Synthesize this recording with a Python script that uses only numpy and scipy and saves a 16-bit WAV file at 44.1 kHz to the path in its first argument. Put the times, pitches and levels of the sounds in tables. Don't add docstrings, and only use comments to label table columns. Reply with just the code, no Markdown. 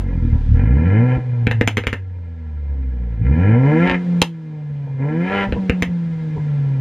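import sys
import numpy as np
from scipy import signal
from scipy.fft import rfft, irfft
from scipy.io import wavfile
from scipy.ndimage import uniform_filter1d

SR = 44100
rng = np.random.default_rng(int(sys.argv[2]) if len(sys.argv) > 2 else 0)


def log_audio(samples):
    frames = np.atleast_2d(samples).T
    limited = np.clip(frames, -1, 1)
    pcm = np.round(limited * 32767).astype(np.int16)
    wavfile.write(sys.argv[1], SR, pcm)


N = 300274
TIME = np.arange(N) / SR

# t/s, f/Hz
FIRING_RATE = [(0.0, 47.8), (0.318, 37.5), (0.544, 36.5), (0.735, 65.3), (0.88, 90.5), (1.046, 125.1),
               (1.198, 127.5), (1.801, 102.0), (2.397, 80.1), (3.203, 53.5), (3.291, 65.4), (3.864, 181.8),
               (4.195, 172.5), (4.466, 155.9), (5.001, 133.0), (5.2, 171), (5.335, 198.5), (5.542, 194.5),
               (6.078, 165.3), (6.81, 132.0)]
# opens t/s, flare starts t/s, shuts t/s, pedal depth/0-1, flare level/dB
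THROTTLE_STABS = [(0.526, 1.072, 1.158, 0.85, 5.5), (3.228, 3.74, 3.953, 0.91, 10),
                  (4.972, 5.187, 5.445, 0.74, 19.5)]
# middle t/s, half length/s, extra throb level/dB, extra overtone level/dB, extra bark and rasp level/dB
SURGES = [(0.102, 0.1, 1.5, 2.5, 7.5), (0.236, 0.1, 8.5, 4, 4.5), (0.345, 0.069, 13, -12, 7.5),
          (0.527, 0.07, 18, -27, 2), (1.213, 0.025, 0, 5, 4.5), (3.227, 0.051, 15, -15, 4),
          (6.776, 0.32, -2.5, 8.5, -0.5)]
# f/Hz, width/Hz, level/dB
SILENCER_TONES = [(66.6, 70, 3.5), (112, 38, 1.5), (176.4, 20, 0.5), (249.6, 61, -2.5)]
# firing f/Hz, level/dB
BOOM_LEVELS = [(36, -18.5), (52, -22), (65, -15.5), (74, -18), (80.5, -22.5), (85, -19), (91, -18),
               (113, -15), (133, -18.5), (145, -17.5), (160, -22.5), (174, -15.5), (200, -14)]
# f/Hz, width/Hz, level/dB
PIPE_TONES = [(471, 82, 5), (599, 56, -7.5), (771, 43, -3), (944.5, 140, -9.5)]
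# firing f/Hz, extra bark level/dB, extra rasp level/dB
LOAD_BOOSTS = [(40.4, 5, 3.5), (65.4, -2.5, -0.5), (85.5, -1, 1.5), (104, 0, 7.5), (116, 3, 3),
               (131, -2.5, -2), (152, 4.5, 4), (178, -5, 2), (201.5, 2.5, -2.5)]
# f/Hz, level/dB
RASP_SHAPE = [(600, -32), (1150, -20), (1650, 7), (2000, -0.5), (2450, -2.5), (2900, -21), (3800, -31),
              (7000, -46)]
SHOCK_SHAPE = [(100, 7.5), (550, -3.5), (1100, -8.5), (1900, 2.5), (3000, -12), (3700, -20), (4700, -33.5),
               (9000, -60), (15000, -76)]
# f/Hz, width/Hz, level/dB
RASP_TONES = [(1360, 55, 3), (1672, 75, 3.5), (1945, 60, 0), (2100, 55, 2), (2410, 60, -1.5),
              (2990, 160, -12)]
# firing f/Hz, level/dB
HISS_LEVELS = [(36, -53.5), (47, -59), (55, -61), (85, -57.5), (122, -57.5), (140, -53.5), (200, -48)]
# f/Hz, level/dB
HISS_SHAPE = [(300, 3.5), (1500, 11), (2400, 6), (3300, 5.5), (4700, -1.5), (6800, -8), (8500, -14.5),
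              (11000, -21), (15000, -36.5)]
# t/s, silencer level/dB, pipe level/dB
BURBLES = [(1.153, -15, -42), (4.852, -36, -33), (5.468, -18, -35), (5.542, -16.5, -24.5),
           (5.861, -22, -42), (6.35, -23, -30)]
# t/s, level/dB, offset for the snap level/dB, offset for the thump level/dB
POPS = [(1.469, -1, -27, -11), (1.512, -1.5, -16, -20), (1.611, 1, -18.5, -11), (1.6754, 5, -4.5, -19.5),
        (1.7705, 6.5, -8.5, -17.5), (1.7804, 2, -14, -11.5), (1.8372, -6.5, -21.5, -12),
        (1.869, 7, -10, -16), (1.929, 6, -14, -16.5), (3.8741, -7, -29, -17), (3.8967, -2, -32, -24),
        (3.913, -5, -35, -17), (4.2173, 0, 9, -10), (5.5232, -6.5, -28, -5.5), (5.6963, 0, -22.5, -10.5),
        (5.823, 0.5, -6, -14)]
# f/Hz, level/dB
CRACK_SHAPE = [(300, -5.5), (750, 0.5), (1150, -7.5), (1500, -1), (1850, 4), (2600, 0.5), (3300, -10),
               (4600, -21.5), (14000, -62)]
SNAP_SHAPE = [(300, -27), (850, 12), (1400, -4), (3100, 17), (4500, -0.5), (6600, 1.5), (8300, -11),
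              (10300, -7.5), (13500, -10), (15500, -23)]
THUMP_SHAPE = [(25, -7), (65, 7.5), (160, -3.5), (270, 3), (370, -12.5), (485, 3), (620, -12),
               (2500, -48.5), (9000, -86.5)]

# level/dB at 100 firings a second and dB per doubling of the revs,
# first coasting (throttle shut), then at full throttle
THROB_LAW, OVERTONE_LAW = (-36, -2, -16, -3.5), (1.5, -1, -0.25, 2.7)
BARK_LAW, RASP_LAW = (-43, 3.5, -26.5, 7.5), (-54, 2.5, -37.5, 4.5)
WAVER_DB = 2.5
BURBLE_S = 0.025


def undb(db):
    return 10 ** (np.asarray(db) / 20)


def ramp(start_s, length_s):
    return np.clip((TIME - start_s) / length_s, 0, 1)


def hump(peak_s, half_s):
    return np.interp(TIME, [peak_s - half_s, peak_s, peak_s + half_s], [0, 1, 0])


def wander(rate_hz=7):
    count = int(rate_hz * N / SR) + 2
    return 1.9 * np.interp(TIME * rate_hz, np.arange(count), rng.standard_normal(count))


def add(track, start_s, sound):
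    i = int(start_s * SR)
    track[i:i + len(sound)] += sound[:N - i]


def steady(x, size=3000):
    return x / np.sqrt(uniform_filter1d(uniform_filter1d(x ** 2, size), size) + 1e-12)


def band(x, lo_hz, hi_hz, order=2):
    return signal.sosfilt(signal.butter(order, [lo_hz, hi_hz], "band", fs=SR, output="sos"), x)


def above(x, lo_hz, order):
    return signal.sosfiltfilt(signal.butter(order, lo_hz, "high", fs=SR, output="sos"), x)


def filter_by(x, gain_at, size=4096):
    hz = np.maximum(np.fft.rfftfreq(size, 1 / SR), 1)
    cepstrum = irfft(np.log(gain_at(hz) + 1e-6))
    cepstrum[1:size // 2] *= 2
    cepstrum[size // 2 + 1:] = 0
    kernel = irfft(np.exp(rfft(cepstrum)))
    return signal.fftconvolve(x, kernel / np.linalg.norm(kernel))[:len(x)]


def shape(x, points):
    f, db = np.transpose(points)
    return filter_by(x, lambda hz: undb(np.interp(np.log(hz), np.log(f), db)))


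def response(tones, hz):
    return np.sqrt(sum(undb(db) ** 2 / (1 + ((hz ** 2 - f ** 2) / (width * hz)) ** 2) ** 2
                       for f, width, db in tones))


def ring(x, tones):
    return filter_by(x, lambda hz: response(tones, hz))


def pedal(open_s=0.034, shut_s=0.025):
    throttle, flare_db = np.zeros((2, N))
    for opens, flares, shuts, depth, db in THROTTLE_STABS:
        held = ramp(opens, open_s) - ramp(shuts, shut_s)
        throttle += depth * held
        flare_db += db * held * ramp(flares, 0.6 * (shuts - flares))
    return throttle, flare_db


def law_db(law, hz, throttle):
    coast_db, coast_slope, full_db, full_slope = law
    octaves = np.log2(hz / 100)
    coasting_db = coast_db + coast_slope * octaves
    return (1 - throttle) * coasting_db + throttle * (full_db + full_slope * octaves)


def per_firing(cycles):
    count = int(cycles[-1]) + 3
    return np.interp(cycles, np.arange(count), rng.standard_normal(count))


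def firing_strength(cycles, scatter_db):
    return undb(scatter_db * per_firing(cycles))


def throb(cycles, hz, throttle, flare_db, surge_db, overtone_surge_db):
    grid_hz = np.arange(1, 1300)
    passed = response(SILENCER_TONES, grid_hz)
    shift = 2 * np.clip(1 - hz / 130, 0, 1)
    waver_db = WAVER_DB * (1 - throttle) * np.clip(hz / 40 - 1, 0, 1)
    tones = 0
    for multiple in np.arange(3, 17) / 2:
        gain = undb(np.interp(hz, [150, 200], [-19, -8])) if multiple % 1 else 1
        gain = gain * undb(waver_db * wander()) * multiple ** -.9
        gain *= np.interp(multiple * hz, grid_hz, passed)
        tones -= gain * np.cos(2 * np.pi * multiple * cycles - shift)
    tones = steady(tones * firing_strength(cycles, scatter_db=np.clip(115 / hz, 0, 2.9)))
    churn = steady(band(ring(rng.standard_normal(N), SILENCER_TONES), 90, 340))
    churn_db = -17.5 + 18.5 * (1 - throttle) * np.clip(hz / 130, 0, 1)
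    sound = steady(tones * undb(waver_db * wander()) + undb(churn_db) * churn)
    overtone_db = overtone_surge_db + law_db(OVERTONE_LAW, hz, throttle)
    sound += (undb(overtone_db) - 1) * above(sound, 260, order=3)
    idle_db = 10 * (1 - throttle) * np.clip(1 - (hz - 49.7) / 23, 0, 1)
    return undb(law_db(THROB_LAW, hz, throttle) + idle_db + surge_db - 0.32 * flare_db) * sound


def boom(cycles, hz, throttle, flare_db):
    cuts = sum(hump(shuts + 0.073, 0.069) for _, _, shuts, _, _ in THROTTLE_STABS)
    pop_dips = [hump(s + 0.014, 0.025) for s, *_ in POPS]
    burble_dips = [hump(s + BURBLE_S, BURBLE_S) for s, *_ in BURBLES]
    level_db = np.interp(hz, *np.transpose(BOOM_LEVELS)) + 5.5 * throttle - 0.49 * flare_db
    level_db -= 7 * cuts + 7.5 * np.max(pop_dips + burble_dips, axis=0)
    tone = -np.sqrt(2) * np.cos(2 * np.pi * cycles)
    return undb(level_db) * tone * firing_strength(cycles, scatter_db=0.96)


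def exhaust_pulses(cycles, hz, gas, scatter_db, puff_cycles):
    cycles = cycles + np.clip(1.5 / hz, 0, .025) * per_firing(cycles)
    starts = np.flatnonzero(np.diff(np.floor(cycles))[:-1]) + 1
    share = np.clip(cycles[starts] % 1 * SR / hz[starts], 0, 1)
    kicks = np.zeros(N)
    kicks[starts], kicks[starts + 1] = share, 1 - share
    jet = (np.exp(-(cycles % 1) / puff_cycles) + 0.84) * rng.standard_normal(N)
    return firing_strength(cycles, scatter_db) * (gas * steady(jet) - kicks * np.sqrt(SR / hz))


def bark(cycles, hz, throttle, flare_db, extra_db):
    level_db = law_db(BARK_LAW, hz, throttle) + 0.2 * flare_db + extra_db
    level_db += .5 * WAVER_DB * (1 - throttle) * wander()
    gas = np.interp(hz, [50, 120, 170, 195], [1.25, 1, 1, 1.35]) - .9 * throttle
    pulses = exhaust_pulses(cycles, hz, gas, scatter_db=1.5, puff_cycles=.35)
    sound = band(ring(pulses, PIPE_TONES), 410, 1500, order=3)
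    thinning = np.interp(hz, [170, 192], [0, .7]) * throttle
    sound += thinning * (above(sound, 540, order=6) - sound)
    return undb(level_db) * steady(sound)


def rasp(cycles, hz, throttle, flare_db, extra_db):
    bite_db = 2.5 * sum(hump(opens + 0.038, 0.038) for opens, *_ in THROTTLE_STABS)
    level_db = law_db(RASP_LAW, hz, throttle) + flare_db + extra_db + bite_db
    gas = np.interp(hz, [50, 100, 150], [1.3, .7, .35]) + 1.7 * (1 - throttle) ** 2
    scatter_db = np.interp(hz, [120, 190], [3, 2])
    pulses = exhaust_pulses(cycles, hz, gas, scatter_db, puff_cycles=.3)
    steep = np.clip(flare_db / 16.5, 0, 1)
    shocks = steady(shape(pulses * undb(5 * np.cos(np.pi * cycles)), SHOCK_SHAPE))
    outflow = (1 - steep) * steady(shape(pulses, RASP_SHAPE)) + steep * undb(3.5) * shocks
    hollow = steady(ring(pulses, RASP_TONES))
    return undb(level_db) * wall_echo(undb(-4) * outflow + undb(-2.5) * hollow, gain=0.19, lo_hz=600)


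def engine(hz, throttle, flare_db):
    cycles = np.cumsum(hz) / SR
    drive = cycles, hz, throttle, flare_db
    surges_db = sum(np.outer(levels_db, hump(s, half_s)) for s, half_s, *levels_db in SURGES)
    throb_db, overtone_db, growl_db = (1 - throttle) * surges_db
    revs, bark_boost, rasp_boost = np.transpose(LOAD_BOOSTS)
    bark_db = growl_db + throttle * np.interp(hz, revs, bark_boost)
    rasp_db = growl_db + throttle * np.interp(hz, revs, rasp_boost)
    low = throb(*drive, throb_db, overtone_db) + boom(*drive)
    return low + bark(*drive, bark_db) + rasp(*drive, rasp_db)


def hiss(hz, throttle, flare_db):
    level_db = np.interp(hz, *np.transpose(HISS_LEVELS)) + 3.5 * throttle + 0.17 * flare_db
    middle, side = (shape(rng.standard_normal(N), HISS_SHAPE) for _ in range(2))
    middle = wall_echo(middle, gain=.35, lo_hz=600)
    return undb(level_db) * (middle + 0.42 * side * np.array([[1], [-1]]))


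def wall_echo(x, gain, lo_hz, delay_s=0.00688):
    return x - gain * np.interp(TIME - delay_s, TIME, above(x, lo_hz, order=1), left=0)


def garden(x, fade_s, treble_fade_s, size=16000):
    t = np.arange(size) / SR
    onset = 1 - np.exp(-t / 0.0033)
    body = band(rng.standard_normal(size), 300, 2900) * undb(-60 * t / fade_s)
    treble = band(rng.standard_normal((2, size)), 3800, 14000) * undb(-60 * t / treble_fade_s)
    tail = onset * (body + 0.36 * treble)
    return signal.fftconvolve(x[None], tail / np.linalg.norm(tail[0]), axes=1)[:, :N]


def burbles():
    low, hollow = sum(np.outer(undb(dbs), hump(s + BURBLE_S, BURBLE_S)) for s, *dbs in BURBLES)
    rumble = low * steady(ring(rng.standard_normal(N), SILENCER_TONES))
    return rumble + hollow * steady(ring(rng.standard_normal(N), PIPE_TONES))


def bang(gap_s, front, fizz, fizz_s, size=2400):
    t = np.arange(size) / SR
    burst = fizz * np.exp(-t / fizz_s) * rng.standard_normal(size)
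    burst[0] -= front
    burst[int(gap_s * SR)] -= 1
    return burst


def crackle(decay_s=0.022, size=4000):
    specks = rng.standard_normal(size) * (rng.random(size) < .08)
    specks *= np.exp(-np.arange(size) / (decay_s * SR))
    return specks / np.linalg.norm(specks)


def pops():
    crack, snap, thump = np.zeros((3, N))
    for s, db, snap_db, thump_db in POPS:
        gap_s = rng.uniform(.0007, .0015)
        add(crack, s, undb(db) * bang(gap_s, front=.35, fizz=.06, fizz_s=.003))
        add(snap, s, undb(db + snap_db) * bang(gap_s, front=.3, fizz=.11, fizz_s=.003))
        lowest_hz = np.interp(snap_db, [-25, -8, 5], [15, 45, 200])
        thud = band(bang(gap_s, front=.2, fizz=.05, fizz_s=.009), lowest_hz, 9000, order=1)
        add(thump, s, undb(db + thump_db) * thud)
        add(snap, s, undb(db - 8 + 0.8 * snap_db) * crackle())
    crack = wall_echo(undb(8) * shape(crack, CRACK_SHAPE), gain=0.53, lo_hz=714)
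    snap = wall_echo(undb(5) * shape(snap, SNAP_SHAPE), gain=0.71, lo_hz=1200)
    return crack + snap + undb(26) * shape(thump, THUMP_SHAPE)


def auto_volume(x, threshold_db=-16.5, attack_s=0.019, recover_db_per_s=6):
    power = uniform_filter1d(band(x.mean(axis=0), 1200, 15000) ** 2, 176)
    over_db = np.maximum(10 * np.log10(np.maximum(power, 1e-12)) - threshold_db, 0)
    recovered_db = recover_db_per_s * TIME
    held_db = np.maximum.accumulate(over_db + recovered_db) - recovered_db
    smoothing = np.exp(-1 / (attack_s * SR))
    return x * undb(-signal.lfilter([1 - smoothing], [1, -smoothing], held_db))


def scene():
    hz = np.interp(TIME, *np.transpose(FIRING_RATE))
    throttle, flare_db = pedal()
    motor = engine(hz, throttle, flare_db) + burbles()
    bangs = pops()
    direct = motor + bangs
    side = .06 * band(direct, 400, 12000) + .28 * np.gradient(direct)
    side += .65 * np.roll(band(direct, 5500, 15000), 14)
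    tail = garden(undb(-11) * bangs + undb(-10) * motor, fade_s=0.14, treble_fade_s=0.17)
    return direct + side * np.array([[1], [-1]]) + tail + hiss(hz, throttle, flare_db)


def record(dry):
    x = signal.sosfilt(signal.butter(2, 18, "high", fs=SR, output="sos"), dry)
    x = np.clip(auto_volume(x), -1, 1)
    return signal.sosfilt(signal.ellip(8, .2, 70, 15600, fs=SR, output="sos"), x)


dry = scene()
out = record(dry)
log_audio(out)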